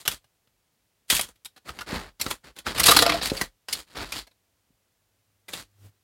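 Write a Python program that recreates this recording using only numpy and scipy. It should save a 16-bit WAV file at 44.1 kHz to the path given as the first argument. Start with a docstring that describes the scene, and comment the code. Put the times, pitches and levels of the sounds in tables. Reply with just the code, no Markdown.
"""At a desk in a small, quiet room, two hands pry open a plastic blister pack, free an object, drop the pack.
The stiff plastic buckles in snaps: runs of tiny clicks that ring one flat patch and the hollow shell.
It scrapes as it sticks and slips, and a few dull knocks set the desk top ringing.
Behind it all is a faint hiss of air, and a low hum that swells once near the end."""
import sys
import numpy as np
from scipy import signal
from scipy.fft import rfft, irfft
from scipy.io import wavfile

SR = 44100
rng = np.random.default_rng(int(sys.argv[2]) if len(sys.argv) > 2 else 0)


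def int16_out(signal):
    """Quantize to a 16-bit WAV file."""
    q = np.round(np.clip(np.atleast_2d(signal).T, -1, 1) * 32767)
    wavfile.write(sys.argv[1], SR, q.astype(np.int16))


N = 266229


def gain(db):
    """Turn decibels into a number to multiply by."""
    return 10 ** (np.asarray(db) / 20)


def unit(x):
    """Scale a sound so that its total energy is 1."""
    return x / np.sqrt(np.sum(x ** 2) + 1e-18)


def level_curve(points):
    """Join (time [s], level [dB]) points with straight lines."""
    times, levels_db = np.transpose(points)
    return np.interp(np.arange(N) / SR, times, levels_db)


def fade(t, t60):
    """Die away by 60 dB every t60 seconds."""
    return np.exp(-np.log(1000) * t / t60)


def add(out, start_s, x):
    """Mix x into out from the given time on."""
    i = max(int(start_s * SR), 0)
    out[i:i + len(x)] += x[:max(len(out) - i, 0)]


def colour(x, points, size=2048):
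    """Shape the bass and treble along (frequency [Hz], level [dB]) points."""
    hz, db = np.transpose(points)
    grid_hz = np.maximum(np.arange(size // 2 + 1) * SR / size, 1)
    gains = gain(np.interp(np.log(grid_hz), np.log(hz), db))
    # folding the cepstrum makes a filter that rings only after a click, never before it
    cepstrum = irfft(np.log(gains))
    cepstrum[1:size // 2] *= 2
    cepstrum[size // 2 + 1:] = 0
    response = irfft(np.exp(rfft(cepstrum)))
    return signal.fftconvolve(x, response)[:len(x)]


def resonance(x, hz, width_hz):
    """Keep the sound near one pitch; a narrower band rings longer."""
    return signal.lfilter(*signal.iirpeak(min(hz, SR * .45), hz / width_hz, fs=SR), x)


def noise(points):
    """Steady noise with an average power of 1, shaped as in colour()."""
    return unit(colour(rng.standard_normal(N), points)) * np.sqrt(N)


# the tone of the room's air: (frequency [Hz], relative level [dB])
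AIR_TONE = [(15, -39.5), (25, -7.5), (102, -5), (134, -9.5), (363, -15), (516, -14), (988, -18),
            (1100, -19), (2910, -20), (16000, -25)]


def air(level_db=-72):
    """The faint, steady rumble and hiss of a quiet room."""
    return gain(level_db) * noise(AIR_TONE)


# how the hum rises and falls: (time [s], level [dB])
HUM_SWELL = [(4.9, -85), (5.3, -78), (5.74, -68.5), (5.81, -54.5), (5.86, -46.5), (5.895, -55.5),
             (5.925, -78)]


def hum(pitch_hz=100, hiss_db=-9):
    """A low tone and a soft hiss swell together."""
    tone = np.sqrt(2) * np.sin(2 * np.pi * pitch_hz * np.arange(N) / SR)
    hiss = noise([(25, 0), (60, 17.5), (200, 13), (500, 6), (2000, -0.5), (10000, -4), (16000, -5.5)])
    return gain(level_curve(HUM_SWELL)) * (tone + gain(hiss_db) * hiss)


def room(x, echo_db=-16, first_echo_s=0.0081, t60=0.12, size=8000):
    """Add quick echoes from the desk and the near wall."""
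    t = np.arange(size) / SR
    echoes = unit(rng.standard_normal(size) * fade(t, t60) * (t > first_echo_s))
    echoes = colour(echoes, [(100, 2), (700, -3), (4000, 1.5), (15000, -2)])
    return x + gain(echo_db) * signal.fftconvolve(x, echoes)[:N]


# the notes the desk top rings at: (pitch [Hz], relative level [dB], time to fade by 60 dB [s])
DESK_NOTES = [(57.1, -19, 0.12), (88, -22, 0.12), (173, -21.5, 0.13), (226, -9.5, 0.037), (290, 3, 0.029),
              (371.2, 1.5, 0.036), (429, -5.5, 0.12), (533, -6, 0.2), (720, -11, .03)]
# hand and pack bumping the desk: (time [s], relative level [dB], contact time [s])
DESK_KNOCKS = [(1.127, -19, 0.0024), (1.928, -16, 0.0027), (2.263, -22.5, 0.0018), (2.774, -28.5, 0.0023),
               (2.887, -14.5, 0.00074), (3.3175, -15.5, 0.00062), (3.416, -21, 0.0023),
               (4.704, -51.5, 0.003)]


def desk_knocks(level_db=-5, size=8000):
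    """Soft pushes ring the desk top; a longer contact sounds duller."""
    out, t = np.zeros(N), np.arange(size) / SR
    ring = sum(gain(db) * np.sin(2 * np.pi * hz * t) * fade(t, t60) for hz, db, t60 in DESK_NOTES)
    for start_s, db, contact_s in DESK_KNOCKS:
        push = np.sin(np.pi * np.minimum(t / contact_s, 1))
        knock = signal.fftconvolve(ring, push / push.sum())[:size]
        add(out, start_s, gain(db + level_db) * knock)
    return out


# the notes the hollow shell rings at: (pitch [Hz], band width [Hz], relative level [dB])
SHELL_NOTES = [(306, 12, 10), (485, 41, 6), (678.5, 18, 9), (1020, 17, -5.5), (1210, 18, -2.5),
               (1364, 45, -3), (1960, 38, -1), (2770, 150, -9.5), (3330, 260, -5), (4050, 570, -7.5),
               (4600, 320, -6), (5200, 170, -14.5)]
# how freely it rings; fingers muffle it until the halves part: (time [s], level [dB])
SHELL_FREEDOM = [(2.75, -27), (2.9, 0), (3.02, 1), (3.14, -2.5), (3.24, -19.5)]


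def shell(x, opens_s=1.5, taut_db=-1):
    """The tight, closed pack rings high; the hollow shell adds its notes as far as the fingers let it."""
    closed = np.arange(N) / SR < opens_s
    taut_ring = gain(taut_db) * resonance(x * closed, hz=3290, width_hz=100)
    shaking = x * gain(level_curve(SHELL_FREEDOM))
    hollow_ring = sum(gain(db) * resonance(shaking, hz, width) for hz, width, db in SHELL_NOTES)
    return x + taut_ring + hollow_ring


def clicks(length, per_second, spread_db):
    """Tiny slips of the plastic at random moments, up or down, most of them small."""
    chance, size, sign = rng.random((length, 3)).T
    strength = np.minimum(-np.log(1 - size), 3.5)
    return (chance < per_second / SR) * gain(spread_db * strength) * np.sign(sign - .5)


def sheet(hits, t60, tick_db, ring_db, size=2500):
    """In the sheet, each click becomes a sharp tick, a noisy scatter of ripples and a shared ring."""
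    energy_kept = fade(1 / SR, t60) ** 2  # from one sample to the next
    energy = signal.lfilter([1 - energy_kept], [1, -energy_kept], hits ** 2)
    scatter = np.sqrt(energy) * rng.standard_normal(len(hits))
    fold_ring = unit(rng.standard_normal(size) * fade(np.arange(size) / SR, t60))
    ring = signal.fftconvolve(hits, fold_ring)[:len(hits)]
    return unit(gain(tick_db) * hits + scatter + gain(ring_db) * ring)


def stroke(t, length_s, change_db, rise_db_per_s=1399.5, fall_db_per_s=478):
    """One slide builds quickly, holds while its level drifts, then cuts off fast."""
    drift_db = change_db * (np.clip(t / max(length_s, 1 / SR), 0, 1) - .5)
    rise_db = rise_db_per_s * np.maximum(-t, 0)
    fall_db = fall_db_per_s * np.maximum(t - length_s, 0)
    return gain(drift_db - rise_db - fall_db)


# plastic sliding on plastic and skin; body is the low part of the sound, sizzle the high part:
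# (time [s], length [s], relative level [dB], level drift [dB], extra body [dB], extra sizzle [dB])
PLASTIC_SLIDES = [(0.0, 0.018, -42.5, -1, 1.5, -2.5), (0.078, 0.058, -34, 2.5, 1.5, -4),
                  (1.11, 0.067, -19.5, -5, -4.5, -1), (1.213, 0.023, -33, 3, 2, -1.5),
                  (1.29, 0.0085, -47, -6, 9, 0), (1.657, 0.04, -42, 11, 11.5, -6.5),
                  (1.724, 0.1, -48, 8, 12.5, -5.5), (1.874, 0.093, -31.5, 6, 11, -11.5),
                  (1.993, 0.099, -42.5, -14, 12, -10.5), (2.206, 0.12, -37.5, 8.5, 8, -2),
                  (2.444, 0.052, -46.5, -1.5, 10.5, -9.5), (2.566, 0.03, -43.5, 3.5, 5.5, -7),
                  (2.667, 0.048, -27, -4.5, 7.5, -10.5), (2.749, 0.071, -27, 4.5, 9, -8),
                  (2.852, 0.17, -19, -3, 2.5, -4.5), (2.994, 0.19, -26.5, -2.5, 8, -12),
                  (3.228, 0.057, -22.5, -5, -0.5, -8.5), (3.309, 0.13, -34.5, 3.5, 7.5, -5),
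                  (3.698, .1, -34.5, 1, 1.5, -6), (3.871, 0.062, -51, 9, 4.5, -9),
                  (3.955, 0.073, -33, 8, 10, -12), (4.057, 0.064, -39.5, -2, 5.5, -10.5),
                  (4.127, 0.064, -28.5, 2.5, 0, -9.5), (5.492, 0.012, -43, 2, 7.5, -1),
                  (5.529, 0.078, -34.5, -3, 1.5, -5.5)]


def sliding_forces(gate_db=-68, size=22000):
    """How hard the strongest slide shakes the edges, body and creases at each moment."""
    forces = np.zeros((3, N))
    for start_s, length_s, db, change_db, body_db, sizzle_db in PLASTIC_SLIDES:
        start = int(start_s * SR)
        span = np.arange(max(start - size // 10, 0), min(start + size, N))
        # the faintest scraping is gated to silence
        slip = gain(db) * stroke(span / SR - start_s, length_s, change_db) - gain(gate_db)
        forces[:, span] = np.maximum(forces[:, span], gain([[0], [body_db], [sizzle_db]]) * slip)
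    return forces


def scraping(level_db=-3):
    """Sliding plastic sticks and slips, making a stream of tiny clicks that each ring briefly."""
    coarse = unit(clicks(N, per_second=560, spread_db=2.5))
    fine = unit(clicks(N, per_second=13000, spread_db=3.5))
    # the same slips shake the pack's edges, its whole body and its finest creases
    edge, body, sizzle = (force * np.sqrt(N) * sheet(coarse + fine, 0.0046, tick_db=-8.5, ring_db=-10.5)
                          for force in sliding_forces())
    body = colour(body, [(22, -11), (50, 8.5), (120, -0.5), (180, 2), (450, -1), (1300, 0),
                         (2400, -6), (5000, -28.5), (12000, -39.5)])
    edge = colour(edge, [(400, -21), (1400, -1), (2200, 0), (4500, 5.5), (6200, -7.5),
                         (10000, -23.5), (16000, -39.5)])
    sizzle = colour(sizzle, [(1500, -30.5), (4500, -8.5), (7000, 5.5), (11000, 1), (16000, -6.5)])
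    return gain(level_db) * (body + edge + sizzle)


def snap(run_s, thud_db, body_db, sizzle_db, patch_hz, first_db=5, brief_s=0.0033, patch_db=8, size=3000):
    """A crease gives way in a run of clicks, which ring the flat patch of plastic that flipped."""
    t = np.arange(size) / SR
    # a long run starts at once, swells and stops; a brief one is mostly its first click
    progress = t / (1.2 * run_s + 0.00068)
    swell = (progress < 1) * (1 + np.sin(np.pi * progress) / 2)
    crease = unit(clicks(size, per_second=3000, spread_db=0.5) * swell)
    crease[0] += gain(first_db) * np.exp(-run_s / brief_s)
    crack = sheet(crease, t60=0.043, tick_db=2.5, ring_db=3)
    patch_gain = gain(patch_db) * (3500 / patch_hz) ** 0.19  # big, low patches sound loudest
    patch_ring = patch_gain * resonance(crack, patch_hz, width_hz=70 + patch_hz / 22)
    tone = [(25, thud_db - 19.5), (60, thud_db - 4), (200, thud_db - 5),
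            (1100, body_db - 0.5), (2200, -2.03), (5200, -3), (6400, sizzle_db / 2 - 4.5),
            (8000, sizzle_db + 0.5), (11500, sizzle_db + 2), (16000, sizzle_db - 11)]
    return colour(crack + patch_ring, tone)


# the snaps of the bending pack: (time [s], rough length of the click run [s], relative level [dB],
# extra body [dB], extra sizzle [dB], pitch of the patch [Hz])
PLASTIC_SNAPS = [(0.053, 0.0089, 1.5, 1, -9, 3180), (0.0778, 0.0022, 16.5, 0, -2.5, 3420),
                 (0.111, 0.011, 2, -7, -5.5, 3380), (0.243, 0.0037, -28, 4, -10, 2800),
                 (1.101, 0.0032, 19, -8, -5.5, 3400), (1.1083, 0.002, 12.5, -16.5, -15.5, 3400),
                 (1.125, .0045, 10.5, 4.5, -13, 3250), (1.151, 0, 7, -10.5, 2, 3230),
                 (1.1656, 0.00076, 12.5, -35, -7, 2790), (1.194, 0.0044, 11, 1, -7, 2610),
                 (1.212, 0, 8.5, -12, -3, 9200), (0.474, 0.00077, -31.5, 0, -14, 2510),
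                 (1.358, 0.0035, -29.5, -11, -6, 3400), (1.448, 0.001, -11.5, -14, -0.5, 3500),
                 (1.454, 0.0065, -4, -5, -2.5, 3760), (1.562, 0.017, -15.5, 5.5, -9, 4010),
                 (1.692, 0.0021, 0.5, -5, -21, 1250), (1.789, 0.0027, 1.5, 1, -18.5, 1710),
                 (1.808, 0.0091, 2, -1.5, -14, 1420), (2.198, 0.0077, 0, 1.5, -8, 4580),
                 (2.213, 0.0046, 12, -10.5, -4.5, 4380), (2.2639, 0.0012, 6.5, 2, -16, 1360),
                 (2.305, 0.0091, 3.5, 9, -2, 3360), (2.312, 0, 8.5, -0.5, -12.5, 1030),
                 (2.565, 0.0034, -14, 8, -8, 3620), (2.588, 0.0013, -4.5, -19, -4.5, 3400),
                 (2.667, 0.00048, 7, 1, -27, 1480), (2.778, 0.0065, 8, 1.5, -7, 2800),
                 (2.796, 0.0076, 17, -0.5, -1.5, 1160), (2.833, 0.0078, 21.5, -14.5, -8.5, 4160),
                 (2.8584, 0.012, 25, -10.5, -4.5, 4700), (2.881, 0.013, 25, 4.5, -8, 3900),
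                 (2.907, 0.012, 23, 2, -4, 1193), (2.965, 0.0056, 23.5, 3.5, -5.5, 4300),
                 (2.99, 0.00035, 21.5, -2.5, -9.5, 4250), (3.0235, 0.0027, 21, 1.5, -8, 720),
                 (3.064, 0.00053, 16.5, 4, -15, 640), (3.093, .008, 14, 5.5, -14, 2400),
                 (3.1221, 0.00022, 11.5, 5.5, -20, 2390), (3.143, .003, 3, 7, -10.5, 680),
                 (3.211, 0.0073, 7, -2, -25, 3930), (3.258, 0, 4.5, 4, -2, 4540),
                 (3.273, 0.00089, 4.5, -24, -6, 4660), (3.2995, .003, 7.5, -8, -15.5, 4230),
                 (3.367, 0.01, 5, -49, -11.5, 4540), (3.413, 0.0039, 10.5, 4, -5.5, 1900),
                 (3.685, 0.0044, 2.5, 0, -9.5, 4820), (3.727, 0.0068, 14, -26, -7, 4390),
                 (3.966, 0.011, 1.5, -3, -17.5, 640), (4.122, 0.0035, 7.5, -5.5, -12.5, 2510),
                 (4.269, 0.0068, -16.5, -5, -10, 700), (4.312, .005, -28, -1, -12, 3820),
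                 (5.483, 0.0088, -4.5, -4.5, -9.5, 1900), (5.535, 0.0036, 4.5, 0.5, -10, 2700)]


def buckling(level_db=-2):
    """The stiff pack gives way, one snap after another."""
    out = np.zeros(N)
    for start_s, run_s, db, body_db, sizzle_db, patch_hz in PLASTIC_SNAPS:
        # a snap that moves the whole pack thuds more; a loud one has a smaller share of thud
        thud_db = -0.5 + 0.4 * body_db - 0.23 * db
        add(out, start_s, gain(db + level_db) * snap(run_s, thud_db, body_db, sizzle_db, patch_hz))
    return out


def scene():
    """The pack and the desk sound in the room, over the air and the hum, in one channel."""
    pack = shell(buckling() + scraping())
    return (room(pack + desk_knocks()) + air() + hum())[None]


def record(dry, bottom_hz=37, top_hz=16200):
    """Drop the deepest rumble, round off the loudest peaks and cut the highest treble."""
    no_rumble = signal.sosfilt(signal.butter(8, bottom_hz, "high", fs=SR, output="sos"), dry)
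    rounded = 1.117 * np.tanh(no_rumble / 1.214)
    return signal.sosfilt(signal.ellip(10, .2, 70, top_hz, fs=SR, output="sos"), rounded)


dry = scene()
out = record(dry)
int16_out(out)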